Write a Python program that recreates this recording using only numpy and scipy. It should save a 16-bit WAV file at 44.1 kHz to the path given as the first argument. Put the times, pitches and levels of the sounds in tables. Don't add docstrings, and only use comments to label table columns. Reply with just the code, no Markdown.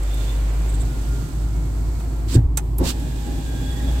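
import sys
import numpy as np
from scipy import signal
from scipy.fft import rfft, irfft
from scipy.io import wavfile
from scipy.ndimage import uniform_filter1d, minimum_filter1d

SR = 44100
rng = np.random.default_rng(int(sys.argv[2]) if len(sys.argv) > 2 else 0)


def wrap_up_sound(samples):
    columns = np.atleast_2d(samples).T
    tamed = np.clip(columns, -1, 1)
    steps = np.round(tamed * 32767).astype(np.int16)
    wavfile.write(sys.argv[1], SR, steps)


N = 176400
t = np.arange(N) / SR

# (frequency [Hz], density [dB])
DRONE_COLOUR = [(90,3),(150,11.5),(200,-0.5),(270,11),(360,-4),(450,-5.5),(650,-9.5),(900,-16.5),(1200,-38),(1600,-19),(2400,-38),(3500,-52),(8000,-61)]
SWISH_COLOUR = [(900,2.5),(1300,-0.5),(1700,1),(2400,-4.5),(2950,-5.5),(3600,-2.5),(4500,0.5),(5800,-1),(7000,2),(8100,4.5),(9200,-5),(11000,-5.5),(12500,-3.5),(15500,-10)]
SCRAPE_COLOUR = [(1800,-36),(2350,-3),(2600,-1.5),(2850,0.5),(3200,-1),(3700,0),(4300,-5.5),(5500,-21)]
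RUSH_COLOUR = [(250,-4),(450,6),(900,0),(1300,-5),(2400,-7.5),(3300,-21),(8000,-35)]
# (time [s], level [dB])
DRONE_LEVEL = [(0,-44),(.6,-44),(1.2,-36.5),(1.6,-42.5),(2.3,-42.5),(2.37,-19.5),(2.42,-44),(2.78,-63),(2.83,-34),(3.2,-32.5),(3.5,-33.5),(3.85,-31),(4,-33)]
SWISH_LEVEL = [(0,-48),(.24,-44),(.5,-48),(1.15,-46),(1.5,-50),(2.0,-50),(2.28,-54.5),(2.36,-49),(2.42,-82),(2.79,-87),(2.86,-47.5),(3.15,-46.5),(3.5,-46.5),(3.8,-44.5),(4,-45)]
SCRAPE_LEVEL = [(0,-55),(.24,-49),(.5,-54.5),(1.1,-56),(1.45,-61),(2.3,-79),(2.8,-83),(2.9,-54.5),(3.3,-53),(3.8,-52.5),(4,-49)]
RUSH_LEVEL = [(0,-44),(.5,-43),(1.0,-48),(1.4,-57),(2.3,-50.5),(2.52,-62),(3.6,-57),(4,-43.5)]
def sliding_glass():
    drone = noise(DRONE_COLOUR) * amp(curve(DRONE_LEVEL) + 2.1 * wander(29.8))
    swish = noise(SWISH_COLOUR) * amp(curve(SWISH_LEVEL) + 0.5 * wander(60))
    scrape = noise(SCRAPE_COLOUR) * amp(curve(SCRAPE_LEVEL))
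    rush = noise(RUSH_COLOUR) * amp(curve(RUSH_LEVEL))
    return drone + swish + scrape + rush


# (time [s], level [dB], contact [s], low-mode gain [dB], high-mode gain [dB])
THUMPS = [(2.352,-9.5,0.0031,-11,-24),(2.3602,-2.5,0.00815,-1.5,-14),(2.385,-12.5,0.0064,0,-16),(2.422,-20,0.0081,-2,-14),(2.449,-10.5,0.016,2,-14),(2.8025,-23.5,0.0018,0,1.5),(2.8135,-16,0.003,1,3)]
# (frequency [Hz], level [dB], t60 [s])
DOOR_MODES = [(74,-1,0.076),(113.8,-0.5,0.148),(166,-14.5,0.096),(266.5,-8.5,0.14),(313,-9,0.091),(360,-13,0.072),(435,-20.5,0.11),(534,-13.5,0.18),(672.3,-9.5,0.12),(870,-17,.14)]
def door_thumps(low_hz=200, high_hz=490):
    out = 0
    for at, db, contact, low_db, high_db in THUMPS:
        body = sum(amp(mode_db + low_db * (hz < low_hz) + high_db * (hz > high_hz)) * ring(hz, t60)
                   for hz, mode_db, t60 in DOOR_MODES)
        push = -np.sin(np.linspace(0, 2 * np.pi, max(int(contact * SR), 4)))
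        push /= np.maximum(push, 0).sum()
        out += place(np.convolve(body, push), at, db)
    return out


# (start [s], peak [s], release [s], end [s], start [dB], peak [dB])
RUBS = [(2.288,2.355,2.355,2.398,-41.5,-33),(2.841,2.873,2.905,2.953,-36.5,-28)]
# (frequency [Hz], density [dB])
RUB_COLOUR = [(200,-14),(600,-28),(1000,1.5),(1400,0),(2000,-2),(2700,2),(3500,3),(4500,4.5),(6000,0.5),(8100,4),(9300,-7),(12500,-5.5),(15500,-11.5)]
SHUDDER_COLOUR = [(40,0.5),(90,9.5),(140,-3),(200,-4.5),(330,1),(430,-10),(540,-13.5),(700,-15),(900,-14),(1400,-32),(2500,-38),(6000,-40.5),(16000,-53)]
# (time [s], level [dB])
SHUDDER_LEVEL = [(2.775,-39.5),(2.8,-23),(2.815,-18.5),(2.835,-21.5),(2.87,-24.5),(2.92,-44),(2.96,-65)]
def seal(attack_s=0.0079, fall_db=33, grain_db=1):
    envelope = 0
    for start, peak, release, end, start_db, peak_db in RUBS:
        db = np.interp(t, [start, peak], [start_db, peak_db])
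        db -= fall_db * np.maximum(t - release, 0) / (end - release)
        envelope += amp(db) * np.exp(np.minimum(t - start, 0) / attack_s)
    rub = noise(RUB_COLOUR) * envelope * amp(grain_db * wander(770))
    return rub + noise(SHUDDER_COLOUR) * amp(curve(SHUDDER_LEVEL))


# (time [s], pitch [Hz], level [dB], second harmonic [dB])
MOTOR_UP = [(0,691,-62,-58),(.85,718,-55,-63.5),(.97,710,-57,-54),(1.2,701,-58,-53.5),(1.4,698.2,-61.5,-60.5),(2.3,683,-55.5,-61)]
MOTOR_DOWN = [(2.84,801,-68,-60),(2.95,828,-49,-58),(3.08,825.5,-55.5,-56),(3.27,817,-50,-70),(3.48,806.4,-51,-51.5),(3.8,820.4,-49,-47),(3.92,817,-53,-56),(4,824,-50,-62)]
def motor(jitter=0.00448):
    out = 0
    for run, buzz_db in ((MOTOR_UP, -65), (MOTOR_DOWN, -60.5)):
        hz = curve(run) * (1 + jitter * wander(70))
        start, stop = run[0][0], run[-1][0]
        running = np.clip((t - start) / 0.016, 0, 1) * np.clip((stop - t) / 0.06 + 1, 0, 1)
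        buzz = amp(buzz_db) * armature_buzz(hz)
        whine = sum(amp(curve(run, column=k + 1)) * commutator_whine(hz * k) for k in (1, 2))
        out += running * (buzz + whine)
    return out


def commutator_whine(hz, flutter_db=3.5):
    phase = 2 * np.pi * np.cumsum(hz) / SR
    return np.array([np.sqrt(2) * np.sin(phase + lag) * amp(flutter_db * wander(24.85))
                     for lag in (0, 1)])


def armature_buzz(whine_hz, segments=8, db_per_octave=-4, scatter_db=5):
    turn = 2 * np.pi * np.cumsum(whine_hz / segments) / SR
    orders = np.arange(3, 52)
    slope_db = db_per_octave * np.log2(orders / segments)
    sizes = amp(slope_db + scatter_db * rng.standard_normal((2, len(orders))))
    phasors = sizes * np.exp(2j * np.pi * rng.random(sizes.shape))
    angle = np.linspace(0, 2 * np.pi, 2048)
    one_turn = (phasors @ np.exp(1j * np.outer(orders, angle))).imag
    return np.array([np.interp(turn % (2 * np.pi), angle, side) for side in one_turn])


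# (time [s], snap [dB], panel [dB], brightness [dB/octave])
CLICKS = [(0.031,-28,-60,1),(0.141,-23,-60,19),(1.998,-37,-17,0),(2.5726,-5.5,-1.5,2),(2.7832,-11,-20,32)]
# (frequency [Hz], level [dB], t60 [s], left minus right [dB])
SNAP_MODES = [(5800,-31,0.023,-5),(6366,-24.5,0.026,-20),(7640,-13.5,0.012,-16),(8270,-17,0.016,-16),(10530,-20.5,0.015,9),(12170,-18.5,0.01,-9)]
# (frequency [Hz], level [dB], t60 [s])
PANEL_MODES = [(301.3,-36,.05),(500,-34,0.038),(825,-28,0.1),(912,-35,0.077),(1092,-41,0.026),(1396,-31,0.048),(2044,-37.5,0.082),(2530,-34,0.064),(2960,-45,.04),(3775,-29.5,0.042)]
# (frequency [Hz], density [dB])
CRACK_COLOUR = [(500,-16),(1200,-7),(3000,-21),(5000,-2),(7800,22),(9500,18),(12500,8),(16000,-28)]
CHATTER_COLOUR = [(250,-6),(550,2),(850,9),(1100,-1),(1400,2.5),(2100,-3),(2500,-5),(3800,-9),(5000,-9),(8000,-7),(15000,-15)]
def switch_clicks(bounce_s=0.0028, panel_lag_s=0.003, chatter_s=0.0072, pivot_hz=11100):
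    rings, crack, chatter = 0, 0, 0
    for at, snap_db, panel_db, brightness in CLICKS:
        tilt = lambda hz: brightness * np.log2(hz / pivot_hz)
        snap = sum(amp(db + tilt(hz) + np.array([[pan], [-pan]]) / 2) * ring(hz, t60)
                   for hz, db, t60, pan in SNAP_MODES)
        panel = sum((-1) ** k * amp(db) * ring(hz, t60) for k, (hz, db, t60) in enumerate(PANEL_MODES))
        rings += place(snap, at, snap_db) + place(snap, at + bounce_s, snap_db + 1)
        rings += place(panel, at + panel_lag_s, panel_db)
        colour = [(hz, db + tilt(hz)) for hz, db in CRACK_COLOUR]
        crack += amp(snap_db - 22.5) * decay(at, t60=0.062) * noise(colour)
        age = np.maximum(t - at - bounce_s / 2, 0) / chatter_s
        chatter += amp(panel_db - 31) * age * np.exp(1 - age)
    return cabin(rings) + crack + chatter * noise(CHATTER_COLOUR)


# (time [s], level [dB])
SQUEAKS = [(.698,-43),(0.749,-41),(0.814,-39.5),(2.348,-33.5)]
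# (frequency [Hz], density [dB])
SQUEAK_COLOUR = [(2600,-24),(3200,-5),(3800,-1),(4600,-18),(6600,-16),(7400,6),(8300,8),(9200,-11),(14000,-22)]
def squeaks(width_s=0.013):
    return noise(SQUEAK_COLOUR) * sum(amp(db) * np.exp(-((t - at) / width_s) ** 2) for at, db in SQUEAKS)


# (start [s], peak [s], end [s], pitch [Hz], width [Hz], level [dB])
WHISTLES = [(0.075,.175,0.28,3555,43,-48.5),(.19,.295,.39,3535,24,-49.5),(2.9,3.95,5.0,3376,12,-53),(2.95,4.0,4.6,3445,65,-53),(3.3,3.9,4.4,3800,20,-60),(3.657,3.78,3.89,1882,40,-52),(.2,1.5,2.9,1270,100,-59.5),(1.0,1.7,2.3,2196,12,-64),(1.7,2.05,2.45,4420,24.1,-68)]
def whistles(fade_db=20, rasp_db=-1.5):
    out = 0
    offsets = np.linspace(-12, 12, 49)
    skirt_db = -25 * np.log10(1 + offsets ** 2)
    for start, peak, end, hz, width, db in WHISTLES:
        colour = np.column_stack([hz * np.exp(offsets * width / hz), skirt_db])
        from_peak = np.where(t < peak, (peak - t) / (peak - start), (t - peak) / (end - peak))
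        out += noise(colour) * amp(db - fade_db * from_peak ** 2)
    return out * amp(rasp_db * wander(200))


# (time [s], firing rate [Hz], level [dB])
IDLE = [(0.0, 49.7, -20.5), (0.48, 51.7, -19), (0.84, 52.4, -18), (0.95, 52.4, -24.5), (1.12, 53.03, -19.5),
        (1.28, 52.86, -28.5), (1.38, 53.35, -20.5), (1.85, 53.4, -21), (1.98, 54.06, -22.5),
        (2.51, 54.54, -20), (2.64, 54.3, -24), (2.72, 54, -19.5), (2.9, 55.9, -25), (3.68, 55.97, -25),
        (3.92, 57.5, -19), (4.0, 61.1, -19.5)]
def engine_idle(wobble_rad=0.13, second_harmonic_db=-21.5):
    phase = 2 * np.pi * np.cumsum(curve(IDLE)) / SR + wobble_rad * wander(16)
    boom = np.sin(phase) + amp(second_harmonic_db) * np.sin(2 * phase)
    return np.sqrt(2) * boom * amp(curve(IDLE, column=2))


# (frequency [Hz], density [dB])
TRAFFIC_COLOUR = [(20,-22),(35,-1),(60,3),(85,-0.5),(125,3.5),(165,-3),(205,-17),(280,-9),(370,-14),(480,-32.5),(800,-30),(1050,-29.5),(1400,-44),(2200,-48),(4000,-71),(16000,-71)]
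HISS_COLOUR = [(1000,-5),(2500,0),(4500,1),(6300,-2),(7900,6.5),(9500,-5.5),(12500,1),(16000,-6)]
# (time [s], level [dB])
TRAFFIC_LEVEL = [(0,-37),(.5,-30.5),(1.1,-30),(2.5,-30.5),(4,-30.5)]
HISS_LEVEL = [(0,-89),(2.36,-53.5),(2.48,-67),(2.64,-55.5),(4,-79)]
def traffic_and_hiss():
    rumble = noise(TRAFFIC_COLOUR) * amp(curve(TRAFFIC_LEVEL) + 0.93 * wander(5.37))
    return rumble + noise(HISS_COLOUR) * amp(curve(HISS_LEVEL))


def cabin(direct, reflections_db=-5.5):
    tail = (rng.standard_normal((2, N)) * decay(0.0025, t60=0.045))[:, :N // 20]
    tail /= np.sqrt((tail ** 2).sum(1, keepdims=True))
    reflections = signal.fftconvolve(direct * np.ones((2, 1)), tail, axes=1)[:, :N]
    return direct + amp(reflections_db) * reflections


# (frequency [Hz], left minus right [dB], likeness [0-1])
MIC_PAIR = [(60,0.5,0.89),(130,-1.7,0.91),(302,-1.5,0.78),(626,-0.5,0.26),(1240,-2.5,0),(2360,-2,0),(4400,-7,0.04),(7060,-13.5,0),(14800,-4,0.02)]
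def noise(colour, ripple_db=1.5, ripple_hz=21.7):
    hz = np.arange(N // 2 + 1) * SR / N + 1e-3

    def spectrum(rows, column):
        rows = np.array(rows)
        return np.interp(np.log(hz), np.log(rows[:, 0]), rows[:, column])

    pan = amp(spectrum(MIC_PAIR, 1) / 2)
    likeness = np.clip(spectrum(MIC_PAIR, 2), 0, 1)
    white = rfft(rng.standard_normal((3, N)))
    bumps = rng.standard_normal((2, N // 100))
    ripple = np.array([np.interp(hz / ripple_hz, np.arange(len(side)), side) for side in bumps])
    pair = white[0] * np.sqrt(likeness) + white[1:] * np.sqrt(1 - likeness)
    pair *= np.array([pan, 1 / pan]) / np.sqrt(pan ** 2 + pan ** -2 + 2 * likeness)
    pair *= amp(ripple_db * ripple * np.sqrt(1 - likeness))
    x = irfft(pair * amp(spectrum(colour, 1)), N)
    return x / x.mean(0).std()


def amp(db):
    return 10 ** (np.asarray(db) / 20)


def curve(rows, column=1):
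    rows = np.array(rows)
    return np.interp(t, rows[:, 0], rows[:, column])


def wander(rate_hz):
    hold = int(SR / rate_hz)
    steps = np.repeat(rng.standard_normal(N // hold + 1), hold)
    return 1.3 * uniform_filter1d(uniform_filter1d(steps, hold), hold)[:N]


def decay(start, t60):
    return (t >= start) * np.exp(-np.log(1000) * np.maximum(t - start, 0) / t60)


def ring(hz, t60):
    age = t[:N // 8]
    return np.sin(2 * np.pi * hz * age) * np.exp(-np.log(1000) * age / t60)


def place(sound, start, db):
    lead = np.zeros(sound.shape[:-1] + (int(start * SR),))
    trail = np.zeros(sound.shape[:-1] + (N,))
    return amp(db) * np.concatenate([lead, sound, trail], axis=-1)[..., :N]


def scene():
    background = engine_idle() + traffic_and_hiss() + whistles()
    window = sliding_glass() + motor() + squeaks() + seal() + door_thumps()
    return window + switch_clicks() + background


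def record(dry):
    ceiling, span, top_hz = 0.87, int(0.027 * SR), 15750
    gain = ceiling / np.maximum(np.abs(dry).max(0), ceiling)
    held = dry * uniform_filter1d(minimum_filter1d(gain, span), span)
    return signal.sosfilt(signal.ellip(10, 0.1, 80, top_hz, fs=SR, output="sos"), held)


dry = scene()
out = record(dry)
wrap_up_sound(out)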